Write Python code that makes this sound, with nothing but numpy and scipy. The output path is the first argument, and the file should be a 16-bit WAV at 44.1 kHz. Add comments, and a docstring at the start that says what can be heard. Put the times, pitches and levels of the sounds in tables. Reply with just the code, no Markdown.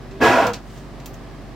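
"""A flame jet roars for a third of a second as vapour ignites in a plastic bottle lying in a bathtub.
Just ahead of it come a tiny click and a faint hollow tone; then gas rushes from the neck and rings the
hollows of bottle and tub. The plastic clicks as it heats and cools, and air hisses faintly back in.
A fan hums in the small tiled room, and an automatic gain control ducks the mix under the roar."""
import sys
import numpy as np
from scipy import signal
from scipy.fft import rfft, irfft, next_fast_len
from scipy.io import wavfile
from scipy.ndimage import uniform_filter1d, map_coordinates

SR = 44100
rng = np.random.default_rng(int(sys.argv[2]) if len(sys.argv) > 2 else 0)


def unload_wav(signal):
    """Save mono or channel-first audio to the path in sys.argv[1] as 16-bit WAV at rate SR, clipped to [-1, 1]."""
    wavfile.write(
        sys.argv[1],
        SR,
        np.round(np.clip(np.atleast_2d(signal).T, -1, 1) * 32767).astype(np.int16),
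    )


N = 68355

# Envelope of the flame jet: time_s, level_db
JET_FLOW = [(.197, -52), (.206, -22.5), (.216, -13), (.236, -9.5), (.26, -8.5), (.33, -8.5), (.425, -8.5),
            (.452, -9), (.495, -16.5), (.525, -34), (.57, -61)]
# Noise colours of the first push of gas, the roar and the hiss: frequency_hz, relative_db
BOOM_COLOUR = [(30, -41), (70, -7.5), (120, -8), (180, -14), (240, 3.5), (330, -0.5), (480, 0), (600, -8),
               (1000, -48)]
ROAR_COLOUR = [(150, -41), (400, -2), (700, -0.5), (900, 1), (1100, 2.5), (1200, -5), (1400, -1.5),
               (1720, -2), (1830, -14.5), (2300, -18.5), (3200, -16), (5000, -56)]
HISS_COLOUR = [(900, -26), (2000, 8), (2300, 1.5), (2550, 6), (2900, -2.5), (4200, -6), (5500, -8),
               (7500, -15.5), (9800, -26), (12500, -22.5), (16000, -28)]
# Air resonances of bottle and tub: pitch_hz, bandwidth_hz, relative_db, peak_s, half_span_s
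HOLLOW_MODES = [(122.5, 12, -18, 0.272, 0.043), (105, 30, -18.5, 0.532, 0.083),
                (251, 24, -13, 0.374, 0.065), (218, 20, -12, .49, 0.033), (331.5, 28, -10.5, 0.25, .06),
                (445.7, 26, -10, 0.223, 0.044), (479.7, 26, -2, 0.531, 0.045),
                (586.5, 14, -6, 0.414, 0.038), (657, 17.83, -8, 0.37, 0.076),
                (682.4, 16.3, -6.5, 0.407, 0.025), (715, 14.14, -12, 0.39, .13),
                (798.6, 39, -14, 0.34, 0.095), (968, 14, -14.5, 0.33, .1), (995, 11.7, -16, 0.333, .08),
                (1049, 13.8, -18.5, 0.46, .12), (1377, 30, -17.5, .39, 0.099),
                (1434, 18.3, -18.5, 0.39, 0.08), (1670, 10, -13, .28, .11), (1980, 24, -24, 0.17, 0.14),
                (2490, 40, -22.5, 0.29, 0.11)]
# Clicks of the plastic: start_s, low_ring_db, middle_ring_db, high_ring_db, snap_db
PLASTIC_CLICKS = [(.111, -49, -55.5, -68, -53), (0.4662, -25, -29.5, -32, -25),
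                  (0.5337, -26, -36.5, -48, -25), (0.5412, -31.5, -38, -52, -27),
                  (.774, -60, -54, -64, -43), (0.783, -66, -57, -62, -43), (0.9998, -46, -55, -66, -42),
                  (1.0592, -40.5, -41.5, -36.5, -19.5), (1.134, -60, -60, -52, -54),
                  (1.1407, -55, -49, -52, -49)]
# Modes of a click's opening snap: pitch_hz, relative_db, t60_s
SNAP_MODES = [(3250, -13, .008), (5200, -6, .001), (7000, -6, .001), (13800, -1, .0007)]
# Colours of a click's low, middle and high ring, one list each: frequency_hz, relative_db
RING_COLOURS = [
    [(1000, -35), (2000, -4), (2600, 2.5), (3250, -5), (4000, -0.5), (5400, -2.5), (7000, -24)],
    [(4500, -10.5), (6200, 4), (7700, -2), (9000, -13), (11000, -33)],
    [(8500, -19.5), (11000, -7.5), (13500, -4), (16000, -3.5)],
]
# Envelope of the air drawn back in: time_s, level_db
INRUSH_ENVELOPE = [(.6, -61), (.7, -52.5), (.775, -51), (.86, -58), (1, -59.5)]
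# Colour of that air: frequency_hz, relative_db
AIR_COLOUR = [(1500, 2), (3500, -0.5), (7500, -5.5), (10000, -13.5), (15000, -16)]
# Colour of the fan's air noise: frequency_hz, relative_db
FAN_COLOUR = [(25, -17), (40, -26), (64, -5), (92, -14.5), (134, 0.5), (190, -10), (250, -3.5), (350, -9),
              (470, -11.5), (660, -9), (790, -12.5), (870, -16), (1150, -15), (1440, -22.5), (1650, -18.5),
              (2400, -26), (3520, -30), (5000, -32), (6920, -42.5), (9500, -46.5), (16000, -50)]
# Envelope of the fan's air noise: time_s, level_db
FAN_ENVELOPE = [(0, -41.5), (.7, -42), (1.15, -40), (1.55, -41.5)]
# Tones of the fan motor: pitch_hz, level_db
MOTOR_TONES = [(48.6, -42), (97, -52.5), (120, -48), (143, -50), (168, -51), (216.5, -51), (242, -51.5),
               (289.5, -52), (336, -55.5), (386, -52.5)]
# Stereo widths of jet and room, clicks and inrush, and fan: frequency_hz, side_minus_mid_db
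JET_WIDTH = [(60, -9), (250, -17), (600, -15), (1400, -12.5), (3000, -10), (5500, -6.5), (8000, -2),
             (10000, 2), (11500, -16), (15000, -22)]
BOTTLE_WIDTH = [(2000, -12), (5000, -6.5), (8000, 2), (13000, -14)]
FAN_WIDTH = [(60, 8), (150, -10.5), (380, -9.5), (950, -8), (2380, -5.5), (5980, -1), (15000, 2)]
# Early echoes off the tub: delay_s, gain_db
TUB_ECHOES = [(.0015, -19.5), (.0031, -18.5), (.0062, -14), (.0087, -16.5), (0.0143, -19.5)]


def flame_jet():
    """One flow of burning gas drives boom, roar, hiss and hollows; boom and hiss fade ahead of the roar."""
    middle_s, hiss_lag_s, hollow_lag_s = 0.37, 0.013, 0.0031
    from_middle_s = np.clip(clock() - middle_s, -.2, .3)

    def layer(colour, trim_db, fade_db_per_s):
        return amp(trim_db - fade_db_per_s * from_middle_s) * noise(colour, JET_WIDTH)

    boom = layer(BOOM_COLOUR, trim_db=-12.5, fade_db_per_s=30)
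    roar = layer(ROAR_COLOUR, trim_db=-7, fade_db_per_s=5.5)
    hiss = layer(HISS_COLOUR, trim_db=-15.5, fade_db_per_s=42)
    flow = amp(curve(JET_FLOW))
    hiss_flow = np.minimum(flow, lag(flow, hiss_lag_s))  # late attack: hiss needs the jet at full speed
    body = lag(flow, hollow_lag_s) * hollows()
    return flow * boom + body + tub_echoes(flow * roar + hiss_flow * hiss)


def hollows():
    """Turbulence rings the air in bottle and tub, each mode swelling at its own moment of the burn."""
    return sum(amp(db) * swell(peak_s, half_span_s) * wavering_tone(hz, bandwidth_hz, flutter_db=3.9)
               for hz, bandwidth_hz, db, peak_s, half_span_s in HOLLOW_MODES)


def ignition_tone():
    """A faint hollow tone swells just before the vapour catches."""
    envelope = amp(-46.5) * swell(peak_s=0.15, half_span_s=0.037)
    return envelope * wavering_tone(hz=388, bandwidth_hz=3, flutter_db=4)


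def plastic_snaps():
    """The sharp attack of each click, straight from the bottle wall."""
    low_cut_hz = 2660
    out, t = np.zeros(N), np.arange(512) / SR
    snap = sum(amp(db - 60 * t / t60_s) * np.sin(2 * np.pi * hz * t) for hz, db, t60_s in SNAP_MODES)
    for start_s, *_, snap_db in PLASTIC_CLICKS:
        out[round(start_s * SR):][:len(t)] += amp(snap_db) * snap
    return signal.sosfilt(signal.butter(4, low_cut_hz, "high", fs=SR, output="sos"), out)


def plastic_rings():
    """Just behind each snap, a short crack in three noise bands rings away between the tub's walls."""
    delay_s, attack_s, crack_s, crack_over_tail_db, tail_t60_s = 0.00085, 0.00026, 0.003, 4, 0.15
    out = np.zeros((2, N))
    for band, colour in enumerate(RING_COLOURS):
        power = np.zeros(N)
        for start_s, *levels_db in PLASTIC_CLICKS:
            t = np.maximum(clock() - start_s - delay_s, 0)
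            attack = 1 - np.exp(-t / attack_s)
            crack = amp(crack_over_tail_db) * np.exp(-t / crack_s)
            tail = amp(-60 * t / tail_t60_s)
            power += (amp(levels_db[band]) * attack * (crack + tail) / 2) ** 2
        out += np.sqrt(power) * noise(colour, BOTTLE_WIDTH)
    return out


def inrush():
    """The cooling bottle draws a thin hiss of air back through its neck."""
    return amp(curve(INRUSH_ENVELOPE)) * noise(AIR_COLOUR, BOTTLE_WIDTH)


def fan():
    """A bed of moving air and motor hum; the higher tones are less steady."""
    hum = sum(amp(db) * wavering_tone(hz, bandwidth_hz=hz * hz / 30000, flutter_db=hz / 250)
              for hz, db in MOTOR_TONES)
    return hum + amp(curve(FAN_ENVELOPE)) * noise(FAN_COLOUR, FAN_WIDTH)


def tub_echoes(x):
    """The direct sound, coloured by a few close reflections off the tub."""
    return filtered(x, lambda hz: 1 + sum(amp(db) * np.exp(-2j * np.pi * hz * delay_s)
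                                          for delay_s, db in TUB_ECHOES))


def tiled_room(x):
    """The short, bright reverb of the tiles, wet only."""
    t60_s, predelay_s = 0.26, 0.004
    t = clock()
    wash = noise(colour=[(100, 0), (6000, -5), (16000, -7)], width=JET_WIDTH)
    tail = wash * amp(-60 * t / t60_s) * (t > predelay_s)
    return signal.fftconvolve(x, tail / np.linalg.norm(tail[0]), axes=1)[:, :N]


def noise(colour, width):
    """Stereo noise of a given colour and width, its mid channel at rms 1."""
    mid = filtered(rng.standard_normal(N), lambda hz: eq_gain(colour, hz))
    side = filtered(rng.standard_normal(N), lambda hz: eq_gain(colour, hz) * eq_gain(width, hz))
    return np.array([mid + side, mid - side]) / np.std(mid)


def wavering_tone(hz, bandwidth_hz, flutter_db):
    """A sine at rms 1 whose phase drifts and whose level flutters."""
    drift = np.cumsum(rng.standard_normal(N)) * np.sqrt(np.pi * bandwidth_hz / SR)
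    phase = uniform_filter1d(drift, size=400) + rng.uniform(0, 2 * np.pi)
    flutter = map_coordinates(rng.standard_normal(2048), [clock() * 2 * bandwidth_hz], mode="wrap")
    tone = np.sin(2 * np.pi * hz * clock() + phase) * amp(flutter_db * flutter)
    return tone / np.sqrt(np.mean(tone ** 2) + 1e-20)


def swell(peak_s, half_span_s):
    """A rounded rise and fall, at half strength half_span_s either side of its peak."""
    return 1 / (1 + ((clock() - peak_s) / half_span_s) ** 4)


def lag(x, seconds):
    """Follow x with a time constant."""
    keep = np.exp(-1 / (seconds * SR))
    return signal.lfilter([1 - keep], [1, -keep], x)


def filtered(x, response):
    """Pass x through a frequency response."""
    size = next_fast_len(N + SR // 2)
    return irfft(rfft(x, size) * response(np.fft.rfftfreq(size, 1 / SR)), size)[..., :N]


def eq_gain(points, hz):
    """Gain of an EQ curve drawn through (frequency_hz, gain_db) points on a log axis."""
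    points_hz, points_db = np.transpose(points)
    return amp(np.interp(np.log(hz + 1), np.log(points_hz + 1), points_db))


def curve(points):
    """Automation: (time_s, value) points joined by lines."""
    return np.interp(clock(), *np.transpose(points))


def clock():
    """Time of every sample in seconds."""
    return np.arange(N) / SR


def amp(db):
    """Decibels to gain."""
    return 10 ** (np.asarray(db) / 20)


def scene():
    """The jet and its reverb over clicks, inrush and fan, all panned a touch to the right."""
    reverb_db, pan_db = -9.5, 0.4
    jet = ignition_tone() + flame_jet()
    reverb = amp(reverb_db) * tiled_room(jet)
    clicks = tub_echoes(plastic_snaps()) + plastic_rings()
    return (jet + reverb + clicks + inrush() + fan()) * amp([[-pan_db], [pan_db]])


def record(dry):
    """Automatic gain control ducks the loud part and recovers; a steep high cut follows."""
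    threshold_db, duck_db_per_db, response_s, high_cut_hz = -20.5, 0.46, 0.069, 15950
    power = uniform_filter1d(np.mean(dry ** 2, axis=0), size=440)  # 10 ms window
    level_db = 10 * np.log10(np.abs(power) + 1e-12)
    duck_db = lag(duck_db_per_db * np.maximum(level_db - threshold_db, 0), response_s)
    return filtered(dry * amp(-duck_db), lambda hz: hz < high_cut_hz)


dry = scene()
out = record(dry)
unload_wav(out)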